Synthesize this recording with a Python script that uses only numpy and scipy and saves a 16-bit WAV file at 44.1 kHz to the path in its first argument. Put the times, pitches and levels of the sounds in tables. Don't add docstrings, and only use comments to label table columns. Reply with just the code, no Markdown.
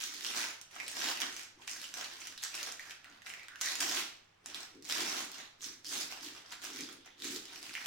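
import sys
import numpy as np
from scipy import signal
from scipy.fft import rfft, irfft, next_fast_len
from scipy.io import wavfile
from scipy.ndimage import uniform_filter1d, map_coordinates

SR = 44100
rng = np.random.default_rng(int(sys.argv[2]) if len(sys.argv) > 2 else 0)


def unload_audio(sound):
    columns = np.transpose(np.atleast_2d(sound))
    steps = np.round(np.clip(columns, -1, 1) * 32767)
    wavfile.write(sys.argv[1], SR, steps.astype(np.int16))


N = 346626

# frequency in Hz, relative level in dB per Hz.
AIR_SPECTRUM = [(20, 9.5), (60, -2.5), (150, 5), (300, -1), (700, 1.5), (2500, -1), (7000, -20.5),
                (16000, -42)]
# frequency in Hz, RMS level in dB.
MAINS_HUM = (100, -81.5)
# frequency in Hz, t60 in seconds.
ROOM_DECAY = [(200, 0.39), (600, 0.64), (1500, 0.45), (4000, 0.47), (9000, 0.32), (15000, 0.27)]
# frequency in Hz, left-right correlation (-1 to 1).
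FIELD_LIKENESS = [(100, 0.96), (290, 0.88), (640, -0.61), (1400, 0.33), (3000, 0.071), (14000, -0.2)]
# frequency in Hz, left minus right in dB.
CHANNEL_BALANCE = [(350, 0.3), (700, 0), (1250, -4), (2400, -1), (4600, -2.5), (7500, -4), (10000, 0.5),
                   (15000, 3)]
# frequency in Hz, width in Hz, relative level in dB.
BOX_MODES = [(143, 41, -16.5), (266, 61, -1), (327, 84, 0)]
# start in seconds, length in seconds, pitch in Hz,
# level in dB.
SCRAPES = [(0.788, 0.028, 2270, -45), (1.578, 0.049, 940, -63.5), (2.36, 0.12, 3800, -53),
           (2.795, 0.14, 1720, -59), (3.035, 0.1, 1510, -60.5), (3.285, 0.18, 2200, -57),
           (3.481, 0.13, 1560, -55), (3.639, 0.057, 1880, -39), (5.611, 0.053, 6200, -44),
           (5.839, 0.1, 4950, -45.5), (6.198, 0.28, 3270, -61.5), (6.619, 0.33, 3460, -56.5),
           (6.931, 0.47, 3400, -66.5), (7.227, 0.061, 3800, -46), (7.75, 0.031, 2130, -44.5),
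           (7.834, 0.059, 2600, -47)]
# time in seconds, relative level in dB, pitch in Hz.
SNAPS = [(0.064, -41, 5770), (0.1393, -40, 5270), (0.2476, -32.5, 3380), (0.6136, -42.5, 6700),
         (0.8005, -37, 2200), (0.8805, -33, 8800), (1.1735, -37, 2500), (1.2028, -33, 6060),
         (1.2178, -29.5, 2900), (1.365, -38.5, 6200), (1.6778, -38, 2520), (1.8414, -39, 2800),
         (1.94, -36, 5900), (2.2178, -45.5, 3030), (2.2713, -38, 7340), (2.3773, -42, 4070),
         (2.4369, -31.5, 5760), (2.552, -35.5, 7100), (2.6299, -33.5, 5630), (2.723, -39.5, 7650),
         (2.795, -40.5, 1780), (2.9088, -42.5, 2580), (3.044, -48.5, 2100), (3.2196, -51, 1900),
         (3.2677, -42, 1830), (3.3012, -43.5, 2180), (3.338, -42, 2300), (3.3958, -53, 2200),
         (3.432, -50, 2270), (3.4836, -43, 1570), (3.5577, -45, 1600), (3.6122, -30, 6050),
         (3.6161, -30, 6600), (3.6595, -31.5, 5500), (3.7539, -34.5, 5170), (3.804, -28.5, 5960),
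         (3.8074, -27.5, 5400), (3.9134, -32.5, 3650), (4.4599, -37.5, 8300), (4.5456, -36.5, 3300),
         (4.8242, -50, 6000), (4.851, -44, 6230), (4.8975, -35, 3600), (4.9238, -29, 5240),
         (5.3166, -41, 5100), (5.345, -46, 4300), (5.8459, -46, 5500), (6.521, -41.5, 7000),
         (6.7608, -39, 5640), (6.8078, -37, 6000), (7.0602, -51, 6100), (7.221, -39, 4100),
         (7.2439, -36.5, 6400), (7.3605, -38, 5900), (7.4548, -44.5, 5500), (7.694, -44.5, 2600),
         (7.739, -40, 2500), (7.752, -35, 2400), (7.771, -52, 2500), (7.8591, -34, 2900)]
# frequency in Hz, relative level in dB per Hz.
PAPER_SPECTRUM = [(76, -31), (130, -37), (211, -8), (248, -8.5), (297, -6.5), (472, -9), (565, -5),
                  (638, 0), (917, -3), (1460, -1.5), (4680, -2.5), (5620, 0), (9670, -10.5), (14200, -13),
                  (16000, -14)]
# start in seconds, length in seconds, relative paper
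# level in dB, swell over the length in dB, brightness in dB per octave, relative box level in dB.
STROKES = [(0.0, 0.084, -41, -9, 3, -65), (.12, 0.14, -42, 6, 1.5, -65), (.25, 0.11, -39, -2, 1, -59),
           (.72, 0.15, -45.5, 3.5, -1.5, -76), (.89, .075, -42, 4, 1, -64),
           (1.215, 0.031, -35.5, -5.5, -1.2, -56.5), (1.28, 0.13, -45, 0, 0.5, -70),
           (1.585, 0.038, -58, 18, -1, -61.5), (1.68, 0.23, -45, -6.5, 1.2, -71),
           (1.94, 0.12, -42, -0.5, -0.9, -69), (2.1, .22, -49, 1, 0.5, -68),
           (2.43, 0.08, -43, -11.5, 1.4, -79), (2.55, 0.16, -40, -7.5, -.5, -69),
           (2.81, 0.11, -49, 2.5, -0.5, -77), (3.045, .15, -58.5, -3, -3.3, -73.5),
           (3.26, 0.13, -49.5, -9, -1, -77), (3.4, .2, -62, 0, -3, -80), (3.616, 0.088, -35, 2, 1.2, -77),
           (3.74, .06, -42.5, -1, 0, -64), (4.45, 0.06, -51, 10.5, -2, -62.5),
           (4.555, 0.059, -42, -1.5, -.3, -63), (4.753, 0.025, -68, -5, 3, -55),
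           (4.853, 0.034, -43, 10, 2, -72), (4.9, .035, -35.5, -9, -0.5, -64),
           (5.34, 0.091, -45, -8, -2, -73), (5.62, 0.053, -43.5, 1.5, 2.5, -60.5),
           (5.86, 0.034, -46, 3, 5, -62), (6.11, 0.091, -46, -8, -1, -74),
           (6.23, 0.042, -42.5, -3, 2.5, -55.5), (6.3, 0.075, -49.5, 3.5, -1.5, -72),
           (6.45, 0.041, -54, 1, -2, -81), (6.525, 0.034, -47.5, -19.5, -0.9, -74),
           (6.632, 0.015, -37.5, 0, 1.1, -61), (6.67, 0.078, -46.5, 4, .3, -58.5),
           (6.76, 0.074, -44, -1, 0.4, -53), (6.89, 0.04, -50.5, -4, -0.5, -57),
           (7.06, 0.028, -56.5, -11, -3, -71), (7.195, .045, -52.5, -4, 2, -57.5),
           (7.44, 0.12, -51, 4, -1, -66.5), (7.56, .14, -47.5, 5, 1, -63), (7.75, 0.12, -45, 2, -1, -83)]
# start in seconds, length in seconds, relative paper level in dB,
# swell over the length in dB, brightness in dB per octave, relative box level in dB.
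RIPS = [(.35, 0.088, -33, 1.5, 0.5, -58), (.97, .13, -34.5, 1.5, 0, -57), (3.807, 0.17, -33.5, 2.5, 1, -53),
        (4.95, .26, -35.5, -6.5, 0.5, -52), (5.91, 0.11, -38.5, 0.5, 2, -54.5),
        (7.243, 0.11, -40.5, -1, 2, -51)]

TOP_HZ = 15950
ATTACK_DB_PER_S = 748
STROKE_RELEASE_DB_PER_S, RIP_RELEASE_DB_PER_S = 225, 185
BOX_ATTACK_DB_PER_S, BOX_RELEASE_DB_PER_S = 498, 206
RESTING_DB = -73.5
JERK_DB, JERKS_PER_S = 1.5, 35


def amp(db):
    return 10 ** (np.asarray(db) / 20)


def unit(x):
    return x / np.sqrt(np.mean(x ** 2) + 1e-20)


def along(points, hz):
    f, v = np.transpose(points)
    return np.interp(np.log(hz + 1), np.log(f + 1), v)


def filtered(x, response):
    size = x.shape[-1]
    padded = next_fast_len(size + SR // 4)
    spectrum = rfft(x, padded) * response(np.fft.rfftfreq(padded, 1 / SR))
    return irfft(spectrum, padded)[..., :size]


def coloured(x, points):
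    size = 4096
    gain_db = np.maximum(along(points, np.fft.rfftfreq(size, 1 / SR)), -70)
    cepstrum = irfft(np.log(amp(gain_db)))
    cepstrum[1:size // 2] *= 2
    cepstrum[size // 2 + 1:] = 0
    impulse = irfft(np.exp(rfft(cepstrum)))
    return signal.fftconvolve(x, impulse[None], axes=1)[:, :N]


def resonance(f, hz, width_hz):
    return 1j * f * width_hz / (hz * hz - f * f + 1j * f * width_hz)


def wobble(knots_per_s):
    knots = rng.standard_normal(int(N * knots_per_s / SR) + 4)
    return map_coordinates(knots, [np.arange(N) * knots_per_s / SR])


def diffuse(pair):
    def mid_side_gains(f):
        angle = np.arccos(np.clip(along(FIELD_LIKENESS, f), -1, 1)) / 2
        return np.array([np.cos(angle), np.sin(angle)])

    mid, side = filtered(pair, mid_side_gains)
    return np.array([mid + side, mid - side])


def background():
    noise = diffuse(rng.standard_normal((2, N)))
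    air = unit(filtered(noise, lambda f: amp(along(AIR_SPECTRUM, f))))
    hz, db = MAINS_HUM
    hum = amp(db) * np.sqrt(2) * np.sin(2 * np.pi * hz * np.arange(N) / SR)
    return amp(-69.5) * air + hum


def room(x, wet_db, folds=6):
    step = SR // 200
    fold = np.repeat(rng.integers(folds, size=N // step + 1), step)[:N]
    wet = np.zeros((2, N))
    for k in range(folds):
        hz, t, z = signal.stft(rng.standard_normal((2, 2 * SR // 3)), SR, nperseg=256)
        early = 1 + .8 * np.exp(-t / .008)
        decay = amp(-60 * t / along(ROOM_DECAY, hz)[:, None])
        tail = signal.istft(z * early * decay, SR, nperseg=256)[1]
        tail[:, :SR // 400] = 0
        tail /= np.sqrt(np.sum(tail ** 2) / 2)
        turn = np.sin(np.pi / 2 * uniform_filter1d(1. * (fold == k), step))
        wet += signal.fftconvolve(x * turn, tail, axes=1)[:, :N]
    return amp(wet_db) * diffuse(wet)


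def box(pull):
    def modes(f):
        return sum((-1) ** k * amp(db) * resonance(f, hz, width_hz)
                   for k, (hz, width_hz, db) in enumerate(BOX_MODES))

    slips = rng.standard_normal(N) * (rng.random(N) < 700 / SR)
    drone = coloured(filtered(slips, modes)[None],
                     [(60, -31.5), (140, -2.5), (380, -1), (520, -3.0), (1500, -46.5)])
    return pull * unit(drone) * np.ones((2, 1))


def scrapes():
    out = np.zeros((2, N + SR))
    for start_s, length_s, hz, db in SCRAPES:
        size = int(length_s * SR)
        slips = rng.standard_normal(size) * (rng.random(size) < 500 / SR)
        panel = unit(filtered(slips, lambda f: resonance(f, hz, 0.31 * hz) ** 2))
        scrape = amp(db) * panel * signal.windows.tukey(size, .5)
        out[:, int(start_s * SR):][:, :size] += scrape
    return out[:, :N]


def pops(times_s, sizes, hz, life_s, ring, sharpness, spread):
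    size = 256
    t, f = np.arange(size) / SR, np.fft.rfftfreq(2 * size, 1 / SR)
    common, apart = rng.standard_normal((len(times_s), 2, size)).transpose(1, 0, 2)
    burst = np.array([common + spread * apart, common - spread * apart])
    burst *= np.sqrt(t) * np.exp(-t / life_s)
    facet = 1 + ring * resonance(f, hz[:, None], hz[:, None] / sharpness)
    waves = irfft(rfft(burst, 2 * size) * facet)
    waves *= sizes[:, None] / np.sqrt(np.mean(np.sum(waves ** 2, -1), 0))[:, None]
    at = (times_s * SR).astype(int)[:, None] + np.arange(2 * size)
    return np.array([np.bincount(at.ravel(), w.ravel(), N)[:N] for w in waves])


def snaps():
    times_s, db, hz = np.transpose(SNAPS)
    ring = np.clip(9000 / hz[:, None], 1, 5)
    x = pops(times_s, amp(db + 23.5), hz, life_s=.0007, ring=ring, sharpness=3.2, spread=.5)
    return coloured(x, [(150, -18), (700, -7), (1600, 3.5), (6500, 2.5), (10000, -4.5), (16000, -9.5)])


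def envelope(t, start_s, length_s, swell_db, attack_db_per_s, release_db_per_s):
    held = np.clip((t - start_s) / length_s, 0, 1)
    before = attack_db_per_s * np.maximum(start_s - t, 0)
    after = release_db_per_s * np.maximum(t - start_s - length_s, 0)
    return amp(np.maximum(swell_db * (held - .5) - before - after, -120))


def hands():
    t = np.arange(0, N, 64) / SR
    moves = np.transpose(list(STROKES) + list(RIPS))[:, :, None]
    start_s, length_s, db, swell_db, tilt, box_db = moves
    is_rip = (np.arange(len(start_s)) >= len(STROKES))[:, None]
    release = np.where(is_rip, RIP_RELEASE_DB_PER_S, STROKE_RELEASE_DB_PER_S)
    power = (amp(db) * envelope(t, start_s, length_s, swell_db, ATTACK_DB_PER_S, release)) ** 2
    pulls = amp(box_db) * envelope(t, start_s, length_s, 0, BOX_ATTACK_DB_PER_S, BOX_RELEASE_DB_PER_S)
    total = power.sum(0) + amp(RESTING_DB) ** 2
    force = np.sqrt(total)
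    brightness = (power * tilt).sum(0) / total
    ripping = (power * is_rip).sum(0) / total
    pull = np.linalg.norm(pulls, axis=0)
    return [np.interp(np.arange(N) / SR, t, c) for c in (force, brightness, ripping, pull)]


def crackle(pops_per_s, scatter_db, centre_hz, life_s, ring):
    when, strength, facet = rng.random((int(pops_per_s * N / SR), 3)).T
    sizes = amp(scatter_db * np.minimum(-np.log(1 - strength), 3.5))
    hz = np.minimum(centre_hz * 2 ** (3 * (facet - .5)), SR / 3)
    x = pops(when * N / SR, sizes, hz, life_s, ring, sharpness=2.8, spread=0.76)
    x = coloured(x, PAPER_SPECTRUM)
    power = uniform_filter1d(uniform_filter1d(np.mean(x ** 2, 0), SR // 30), SR // 30)
    return x / np.sqrt(np.abs(power) + 0.022 * np.mean(power))


def flexing(x, tilt_db_per_octave, patchy_db):
    hz, t, z = signal.stft(x, SR, nperseg=256)
    octaves = np.log2(np.clip(hz, 600, 8000) / 3300)
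    slope = np.interp(t, np.arange(N) / SR, tilt_db_per_octave)
    patches = uniform_filter1d(rng.standard_normal(z.shape[1:]), size=5, axis=0)
    patches = uniform_filter1d(patches, size=20, axis=1)
    gain = amp(octaves[:, None] * slope + patchy_db * unit(patches))
    return signal.istft(z * gain, SR, nperseg=256)[1][:, :N]


def paper(force, tilt_db_per_octave, ripping):
    share = np.clip(0.42 + .55 * ripping, 0, 1)
    creases = crackle(pops_per_s=240, scatter_db=6.0, centre_hz=3800, life_s=0.00071, ring=3.25)
    fibres = crackle(pops_per_s=1400, scatter_db=3.5, centre_hz=3120, life_s=0.00033, ring=1.78)
    sheet = filtered(fibres, lambda f: resonance(f, 310, 280))
    uneven_force = force * amp(JERK_DB * wobble(JERKS_PER_S) - 2.0)
    mix = np.sqrt(1 - share) * creases + np.sqrt(share) * fibres + .3 * ripping * sheet
    return flexing(uneven_force * mix, tilt_db_per_octave, patchy_db=1.7)


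def scene():
    force, tilt_db_per_octave, ripping, pull = hands()
    near = box(pull) + scrapes() + snaps() + paper(force, tilt_db_per_octave, ripping)
    return background() + room(near, wet_db=-3.5) + amp(-4.0) * near


def record(dry):
    def response(f):
        return amp(np.outer([.5, -.5], along(CHANNEL_BALANCE, f))) * (f < TOP_HZ)

    return filtered(dry, response)


dry = scene()
out = record(dry)
unload_audio(out)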